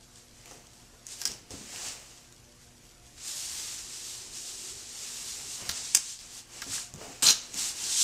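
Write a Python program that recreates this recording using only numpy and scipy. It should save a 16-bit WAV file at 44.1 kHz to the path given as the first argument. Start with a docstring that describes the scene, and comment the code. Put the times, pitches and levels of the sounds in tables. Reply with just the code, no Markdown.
"""A hand smooths paper masking tape down a hollow wall in a basement workshop; then the tape tears.
Rubbing: one stream of noise and slips drives the colours of skin, wall board, palm and grit.
Tape: glue snaps and parting fibres are ticks with a short ring; the tear rings two modes of the strip.
Wall: knocks ring the board's modes and a low mode drones. Behind: paper crackle, air, hiss and hum.
A mono microphone with gain control listens from a few steps away."""
import sys
import numpy as np
from scipy import signal
from scipy.io import wavfile
from scipy.ndimage import uniform_filter1d, minimum_filter1d

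SR = 44100
rng = np.random.default_rng(int(sys.argv[2]) if len(sys.argv) > 2 else 0)


def put_to_file(sound):
    """Save the sound as 16-bit audio at rate SR, in the file named by the first command-line argument."""
    columns = np.atleast_2d(sound).T  # one column per channel
    safe = np.clip(columns, -1, 1)
    whole_steps = np.round(safe * 32767)
    wavfile.write(sys.argv[1], SR, whole_steps.astype(np.int16))


N = 354123

# Colour of skin on crepe paper. Each row: frequency in Hz, relative level in dB.
SKIN_COLOUR = [(1470, -34.5), (2500, -11.5), (2800, -7.5), (3200, -4.5), (4050, -4), (7540, 1.5),
               (8690, -3), (11000, -24.5), (14300, -48), (22000, -120)]
# Colour of the wall board under the hand. Each row: frequency in Hz, relative level in dB.
BOARD_COLOUR = [(50, -29), (110, 11), (250, 11.5), (500, 14.5), (850, 8), (1200, -2.5), (1800, -41)]
# Colour of the palm's broad contact. 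Each row: frequency in Hz, relative level in dB.
PALM_COLOUR = [(350, -39), (750, 0), (1200, -1.5), (2000, 3), (3000, 7), (4500, -12)]
# Colour of the finest paper ridges. Each row: frequency in Hz, relative level in dB.
GRIT_COLOUR = [(8000, -10), (9500, 6.5), (10800, 3.5), (13000, 3), (14300, 4), (15200, -35), (16000, -27.5)]
# Long stroke down the strip. Each row: time in seconds, friction in dB, palm contact in dB re friction.
LONG_STROKE = [(3.1, -69, -12), (3.16, -59, -5), (3.18, -50.5, -8), (3.28, -38, -14), (3.58, -37.5, -11.5),
               (3.89, -43.5, -11.5), (4.1, -39.5, -13.5), (4.29, -46.5, -10), (4.36, -41.5, -13),
               (4.71, -41, -13.5), (4.85, -46.5, -10.5), (5.04, -41, -11), (5.31, -38.5, -12.5),
               (5.44, -43, -9), (5.55, -38.5, -14.5), (5.62, -41, -5.5)]
# Short touches. Each row: peak time, rise and fall in seconds (to 10 dB under the friction peak),
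# friction in dB, palm contact in dB re friction, grit in dB re friction.
TOUCHES = [(.03, 0.015, .05, -59, -15, -17), (.19, 0.08, 0.056, -55, -11, -21),
           (.39, 0.089, 0.051, -58.5, -18, -20), (.515, 0.11, 0.14, -53.5, -4, -23),
           (.75, 0.053, 0.25, -59, -8, -14), (1.125, 0.041, 0.055, -40.5, -12, -17),
           (1.222, 0.048, 0.017, -42.5, -10, -9), (1.278, 0.029, 0.08, -42.5, -6, -24),
           (1.515, 0.015, 0.23, -45, -9.5, -20), (1.875, .16, 0.088, -36.5, -8, -21),
           (2.1, 0.23, 0.2, -54, -6, -20), (2.63, .1, .1, -60.5, -7, -15),
           (2.86, .08, .08, -63.5, -3.5, -8), (3.08, .06, 0.08, -58.5, -6, -13),
           (5.675, .04, 0.075, -42, -6, -22), (5.77, .07, 0.096, -36, -11, -33),
           (5.85, 0.053, 0.25, -38.5, -14.5, -20), (5.98, 0.029, 0.037, -33, -10.5, -22),
           (6.1, .1, 0.073, -35.5, -18, -18), (6.2, 0.0089, 0.21, -52, -8, -21),
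           (6.385, 0.11, 0.041, -44, -13, -14), (6.585, 0.073, 0.059, -44.5, -7, -22),
           (6.75, 0.073, 0.088, -33, -13, -15), (7.03, 0.059, 0.31, -47.5, -5, -31),
           (7.46, 0.16, .1, -49, -7.5, -22), (7.6, 0.046, 0.087, -31, -13, -15),
           (7.691, 0.067, 0.033, -32, -14.5, -14.5), (7.85, .1, 0.061, -34, -11, -15),
           (7.94, 0.1, .08, -31, -18, -17), (8.02, 0.074, .05, -22, -23, -16.5)]
TOUCH_ROUNDNESS = 1.35
STROKE_GRIT_DB, STROKE_REF_DB, GRIT_DB_PER_DB = -15.5, -41, .6
# Share of a touch's swing in dB; the board also rumbles as the palm leans in.
BOARD_FOLLOW, PALM_FOLLOW, GRIT_FOLLOW = 0.55, 0.71, 1.25
BOARD_DB_PER_PALM_DB = 2.18

# Glue lets go. Each row: start in seconds, relative ring peak in dB, ring in Hz.
GLUE_SNAPS = [(.458, -39.5, 2730), (.512, -40, 6000), (.734, -47, 6440), (1.0674, -30.5, 7000),
              (1.2164, -25.5, 6200), (1.2186, -36, 3530), (1.2533, -18, 5800), (1.2552, -20, 5300),
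              (1.2578, -26, 5600), (1.2602, -27, 7500), (1.3176, -32.5, 5750), (1.507, -36, 5640),
              (1.7605, -32, 2930), (2.325, -44, 7600), (5.6925, -18, 5850), (5.696, -21, 4000),
              (5.9466, -27, 7000), (5.9478, -25, 7500), (5.9492, -3.5, 6300), (5.9526, -7, 7100),
              (6.1905, -31, 4850), (6.6189, -28, 5950), (6.6224, -30, 3950), (6.939, -35, 7050),
              (7.2367, -16, 7260), (7.5428, -29, 6350), (7.8402, -28, 7100)]
# Paper fibres part. Each row: start in seconds, relative ring peak in dB, ring in Hz.
FIBRE_SNAPS = [(7.2327, -22, 7350), (7.2402, -17, 7600), (7.267, -10, 4050), (7.2701, -9, 6000),
               (7.288, -10.5, 4200), (7.303, -12, 6350), (7.3063, -13, 6800)]
# Colour of the wide tick in a snap. Each row: frequency in Hz, relative level in dB.
TICK_COLOUR = [(100, -58), (600, -22), (1700, -12), (3000, -6), (4500, -0.5), (6700, 4.5), (10000, -6.5),
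               (12000, -10.5), (15500, -13.5)]
GLUE_TICK_DB, FIBRE_TICK_DB = 1.5, -8.5  # tick energy re ring
# The tape tears. Each row: time in seconds, relative force in dB, low ring of the free strip in
# dB re force, high ring in Hz.
TEAR = [(7.223, -25, -12, 7600), (7.228, -23.5, -19, 7640), (7.245, -24.5, -19, 7600),
        (7.262, -20.5, -6, 6800), (7.267, -26.5, 1, 6040), (7.276, -21, -9, 6300), (7.29, -23.5, 1, 6400),
        (7.308, -20.5, -7, 6500), (7.313, -28, -4, 6700)]
# Colour of the tear's noise. Each row: frequency in Hz, relative level in dB.
TEAR_COLOUR = [(100, -40), (250, -19), (800, -16), (1400, -11), (2100, -13), (3000, -7), (6000, -16.5),
               (9000, -8.5), (11000, -12.5), (15500, -18)]
STRIP_HZ = 4030
TAPE_DB = 3  # gain on snaps, fibres and tear

# Hand, nail or roll knocks the wall. Each row: start in seconds, relative level in dB,
# best excited frequency in Hz (harder is higher).
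KNOCKS = [(.46, -44.5, 705), (0.51, -39, 524), (.545, -47, 418), (.935, -48, 550), (1.218, -35, 1710),
          (1.254, -31, 1510), (1.262, -46, 200), (1.299, -38.5, 152), (1.505, -37, 442), (1.511, -37, 71),
          (1.538, -35, 209), (1.61, -40, 201), (5.62, -43, 90), (5.691, -37, 75), (5.693, -25, 1380),
          (5.949, -39, 250), (6.62, -27, 1450), (6.665, -36.5, 250), (6.69, -40, 120), (6.729, -35, 1300),
          (6.78, -33, 1300), (6.938, -33, 151), (7.01, -33, 577), (6.985, -39.5, 400), (7.045, -32, 645),
          (7.075, -39.5, 250), (7.1, -43, 500), (7.225, -31, 247), (7.543, -38, 205)]
# Modes of the board. Each row: frequency in Hz, relative level in dB, t60 in seconds.
WALL_MODES = [(72, -1, 0.33), (100, 2, 0.29), (147, -0.2, 0.3), (209.7, -4.4, 0.44), (273, 2, 0.24),
              (436, 1.8, 0.18), (509, -5.3, 0.19), (695, -1, 0.29), (1381, -6, 0.15), (1630, 4.5, .05)]
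MODE_OCTAVE_LOSS_DB = 19  # a mode one octave off is this much weaker
# Board drone under the long stroke. Each row: time in seconds, level in dB.
DRONE = [(3.5, -72), (4.4, -64.5), (4.76, -58.5), (4.9, -68.5), (5.4, -63), (5.6, -67)]
DRONE_HZ, DRONE_RISE_HZ_PER_S = 344, 31

# Decay of the room. Each row: frequency in Hz, t60 in seconds.
ROOM_T60 = [(200, 0.43), (1500, 0.51), (6000, 0.38), (13000, 0.26)]
# Near surfaces. Each row: delay in seconds, reflection in dB.
ECHOES = [(.0012, -14.5), (.0058, -10.5), (.0075, -29.5), (0.0107, -18), (0.0137, -12), (.0165, -30),
          (0.021, -8)]
CRACKLES_PER_S, CRACKLE_DB = 30, -67.5
# Colour of room air and microphone hiss. Each row: frequency in Hz, relative level in dB.
AIR_COLOUR = [(20, -5), (36, -2), (70, 2.5), (119, 1), (173, -4.5), (313, -8.5), (722, -13), (1410, -13.5),
              (3000, -16), (6730, -12), (9500, -19.5), (13200, -23.5), (14200, -62)]
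AIR_DB = -58.5  # rms before mottling
# Mains hum and motor. Each row: frequency in Hz, level in dB, rms waver in dB.
HUM = [(41, -67, -1), (120.3, -68, 0), (243, -70.5, 2.5), (293, -79.5, 4.5), (348, -73.5, 0.5),
       (483, -76.5, 2), (590, -85, 6.5), (711, -75.5, -3.5)]
CEILING, EDGE_HZ = .8, 15600


def amp(db):
    """Amplitude of a level in dB."""
    return 10 ** (np.asarray(db) / 20)


def evened(x):
    """Scale to rms 1."""
    return x / np.sqrt(np.mean(x ** 2) + 1e-20)


def read(points, hz):
    """Interpolate a table over log frequency."""
    f, value = np.transpose(points)
    return np.interp(np.log(hz + 1), np.log(f + 1), value)


def add(mix, start_s, sound):
    """Add a sound in place, cut at the end of the mix."""
    part = mix[round(start_s * SR):][:len(sound)]
    part += sound[:len(part)]


def coloured(x, points):
    """Causal minimum-phase filter with the given spectrum; rms 1."""
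    hz = abs(np.fft.fftfreq(8192, 1 / SR))
    log_gain = np.log(amp(np.maximum(read(points, hz), -90)))
    taps = np.fft.ifft(np.exp(np.conj(signal.hilbert(log_gain)))).real[:4096]
    return evened(signal.oaconvolve(x, taps)[:len(x)])


def resonate(x, hz, width_hz):
    """A resonance of gain 1 that follows the curve hz: shift to 0 Hz, smooth, shift back."""
    turn = np.exp(2j * np.pi * np.cumsum(hz * np.ones(len(x))) / SR)
    r = np.exp(-np.pi * width_hz / SR)
    return 2 * (turn * signal.lfilter([1 - r], [1, -r], x / turn)).real


def drift(count, seconds):
    """Slow chance of rms 1: noise averaged twice."""
    size = max(int(seconds * SR), 1)
    return evened(uniform_filter1d(uniform_filter1d(rng.standard_normal(count), size), size))


def slips(count, per_s, spread_db, share):
    """Hiss mixed with tiny separate slips of uneven size; share is the slips' power."""
    size = amp(spread_db * np.minimum(rng.exponential(1, count), 5)) * rng.choice([-1, 1], count)
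    separate = evened(size * (rng.random(count) < per_s / SR))
    return np.sqrt(1 - share) * rng.standard_normal(count) + np.sqrt(share) * separate


def mottled(x, patchy_db, frames, bins):
    """Shift the colour in random patches of time and frequency."""
    z = signal.stft(x, nperseg=512)[2]
    patches = uniform_filter1d(rng.standard_normal(z.shape[::-1]), frames, 0)
    patches = uniform_filter1d(patches, bins, 1)
    return signal.istft(z * amp(patchy_db * evened(patches).T), nperseg=512)[1][:len(x)]


def contact(t):
    """Gains of skin, board, palm and grit: the long stroke plus every touch, summed as power."""
    s, stroke_db, stroke_palm_db = np.transpose(LONG_STROKE)
    outside_s = np.maximum(np.maximum(s[0] - t, t - s[-1]), 0)
    level_db = np.interp(t, s, stroke_db) - 200 * outside_s
    stroke_grit_db = STROKE_GRIT_DB + GRIT_DB_PER_DB * (level_db - STROKE_REF_DB)
    rows = [(level_db, 0, np.interp(t, s, stroke_palm_db), stroke_grit_db)]
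    for peak_s, rise_s, fall_s, db, palm_db, grit_db in TOUCHES:
        away = np.where(t < peak_s, (peak_s - t) / rise_s, (t - peak_s) / fall_s)
        rows.append((db, -10 * away ** TOUCH_ROUNDNESS, palm_db, grit_db))
    power = 0
    for db, swing_db, palm_db, grit_db in rows:
        parts_db = np.array([swing_db + 0 * t,
                             BOARD_FOLLOW * swing_db + BOARD_DB_PER_PALM_DB * palm_db,
                             PALM_FOLLOW * swing_db + palm_db,
                             GRIT_FOLLOW * swing_db + grit_db])
        power = power + amp(db + parts_db) ** 2
    return np.sqrt(power)


def rubbing():
    """One stream of slips excites skin, board, palm and grit; pressure trembles, paper is uneven."""
    t, coarse_t = np.arange(N) / SR, np.arange(0, N, 64) / SR
    tremble_db = 0.67 * drift(N, 0.034) + .5 * drift(N, 0.002)
    drive = slips(N, per_s=3000, spread_db=0.0, share=0.25) * amp(tremble_db)
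    drive = mottled(drive, patchy_db=1.4, frames=9, bins=1)
    colours = (SKIN_COLOUR, BOARD_COLOUR, PALM_COLOUR, GRIT_COLOUR)
    return sum(coloured(drive, points) * np.interp(t, coarse_t, gain)
               for points, gain in zip(colours, contact(coarse_t)))


def snap(db, hz, tick_db):
    """Glue or fibre lets go: a wide noise tick and a short ring of the paper."""
    t = np.arange(512) / SR
    swell = np.minimum(t / 0.000307, 1)
    tick = coloured(rng.standard_normal(len(t)) * swell * amp(-60 * t / 0.005), TICK_COLOUR)
    ring = np.sin(2 * np.pi * hz * t) * swell * amp(-60 * t / 0.0022)
    ring /= abs(ring).max()
    tick *= np.linalg.norm(ring) / np.linalg.norm(tick)
    return amp(db) * (ring + amp(tick_db) * tick)


def tearing():
    """Fibres part in clumps and ring two modes of the free strip; returns start and sound."""
    s, force_db, low_db, high_hz = np.transpose(TEAR)
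    t = np.arange(s[0], s[-1], 1 / SR)
    drive = slips(len(t), per_s=3500, spread_db=1.5, share=0.26) * amp(2.1 * drift(len(t), 0.0031))
    low = evened(resonate(drive, STRIP_HZ, 480)) * amp(np.interp(t, s, low_db))
    high = evened(resonate(drive, np.interp(t, s, high_hz), 1250)) * amp(1.0)
    sound = (amp(-1.5) * coloured(drive, TEAR_COLOUR) + low - high) / np.sqrt(2)
    return s[0], amp(np.interp(t, s, force_db)) * sound * signal.windows.tukey(len(t), .02)


def thud(db, hz, t60_s):
    """One board mode booms briefly: a damped sine plus a rattle of noise around it."""
    t = np.arange(int(.3 * SR)) / SR
    rattle = evened(resonate(rng.standard_normal(len(t)), hz, 0.68 * hz))
    fade = amp(-60 * t / max(t60_s, .01)) * np.minimum(t / 0.00094, 1)
    return amp(db) * fade * (0.24 * np.sin(2 * np.pi * hz * t) + 0.23 * rattle)


def knock(db, centre_hz):
    """A blow rings most the modes of the board nearest its hardness."""
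    return sum(thud(db + mode_db - MODE_OCTAVE_LOSS_DB * np.log2(hz / centre_hz) ** 2, hz, t60_s)
               for hz, mode_db, t60_s in WALL_MODES)


def drone():
    """Friction noise rings a low board mode that rises as the hand moves down; start and sound."""
    s, db = np.transpose(DRONE)
    t = np.arange(s[0], s[-1], 1 / SR)
    hz = DRONE_HZ + DRONE_RISE_HZ_PER_S * (t - s[0])
    mode = evened(resonate(rng.standard_normal(len(t)), hz, 44))
    return s[0], mode * amp(np.interp(t, s, db)) * signal.windows.tukey(len(t), .1)


def crackle():
    """The loose paper ticks faintly all the while: sparse impulses, each a tiny noise burst."""
    impulses = slips(N, CRACKLES_PER_S, spread_db=2.5, share=1)
    burst = slips(130, 9000, spread_db=2.0, share=0.59)
    return amp(CRACKLE_DB) * coloured(signal.oaconvolve(impulses, burst)[:N], SKIN_COLOUR)


def room(x):
    """A few near reflections, then sparse taps that die band by band."""
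    taps = np.zeros(SR // 2)
    at = np.arange(300, len(taps) - 16, 16)
    taps[at + rng.integers(0, 16, len(at))] = rng.choice([-1., 1.], len(at))
    hz, t, z = signal.stft(taps, SR, nperseg=256)
    fade = amp(-60 * t / read(ROOM_T60, hz)[:, None])
    tail = signal.istft(z * fade, SR, nperseg=256)[1]
    tail = amp(-9.5) * tail / np.linalg.norm(tail)
    for delay_s, db in ECHOES:
        add(tail, delay_s, amp([db]))
    return x + signal.oaconvolve(x, tail)[:N]


def background():
    """Room air and microphone hiss as noise; mains hum and a low motor tone as wavering sines."""
    t = np.arange(N) / SR
    air = coloured(rng.standard_normal(N), AIR_COLOUR) * amp(AIR_DB)
    sound = mottled(air, patchy_db=2.5, frames=9, bins=2)
    for hz, db, waver_db in HUM:
        level = np.sqrt(2) * amp(db + waver_db * drift(N, 0.1))
        sound = sound + level * np.sin(2 * np.pi * (hz * t + rng.random()))
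    return sound


def scene():
    """Sum all layers into two equal channels; only the tape sounds pass through the room."""
    tape, wall = np.zeros(N), np.zeros(N)
    add(tape, *tearing())
    for rows, tick_db in ((GLUE_SNAPS, GLUE_TICK_DB), (FIBRE_SNAPS, FIBRE_TICK_DB)):
        for start_s, db, hz in rows:
            add(tape, start_s, snap(db, hz, tick_db))
    for start_s, db, centre_hz in KNOCKS:
        add(wall, start_s, knock(db, centre_hz))
    add(wall, *drone())
    tape = amp(TAPE_DB) * room(tape)
    return np.tile(rubbing() + tape + wall + crackle() + background(), (2, 1))


def record(dry):
    """Gain control ducks after an overload, holds, then lets go; hard ceiling; band limit."""
    hold = int(.24 * SR)
    overload = (abs(dry[0]) > .9).astype(float)
    held = -minimum_filter1d(-overload, hold, origin=(hold - 1) // 2)
    duck_db = 4.5 * signal.lfilter([.003], [1, -.997], held)
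    ducked = np.clip(dry / amp(duck_db), -CEILING, CEILING)
    low_pass = signal.firwin(511, EDGE_HZ, window=("kaiser", 9), fs=SR)
    return signal.oaconvolve(ducked, low_pass[None], "same")


dry = scene()
out = record(dry)
put_to_file(out)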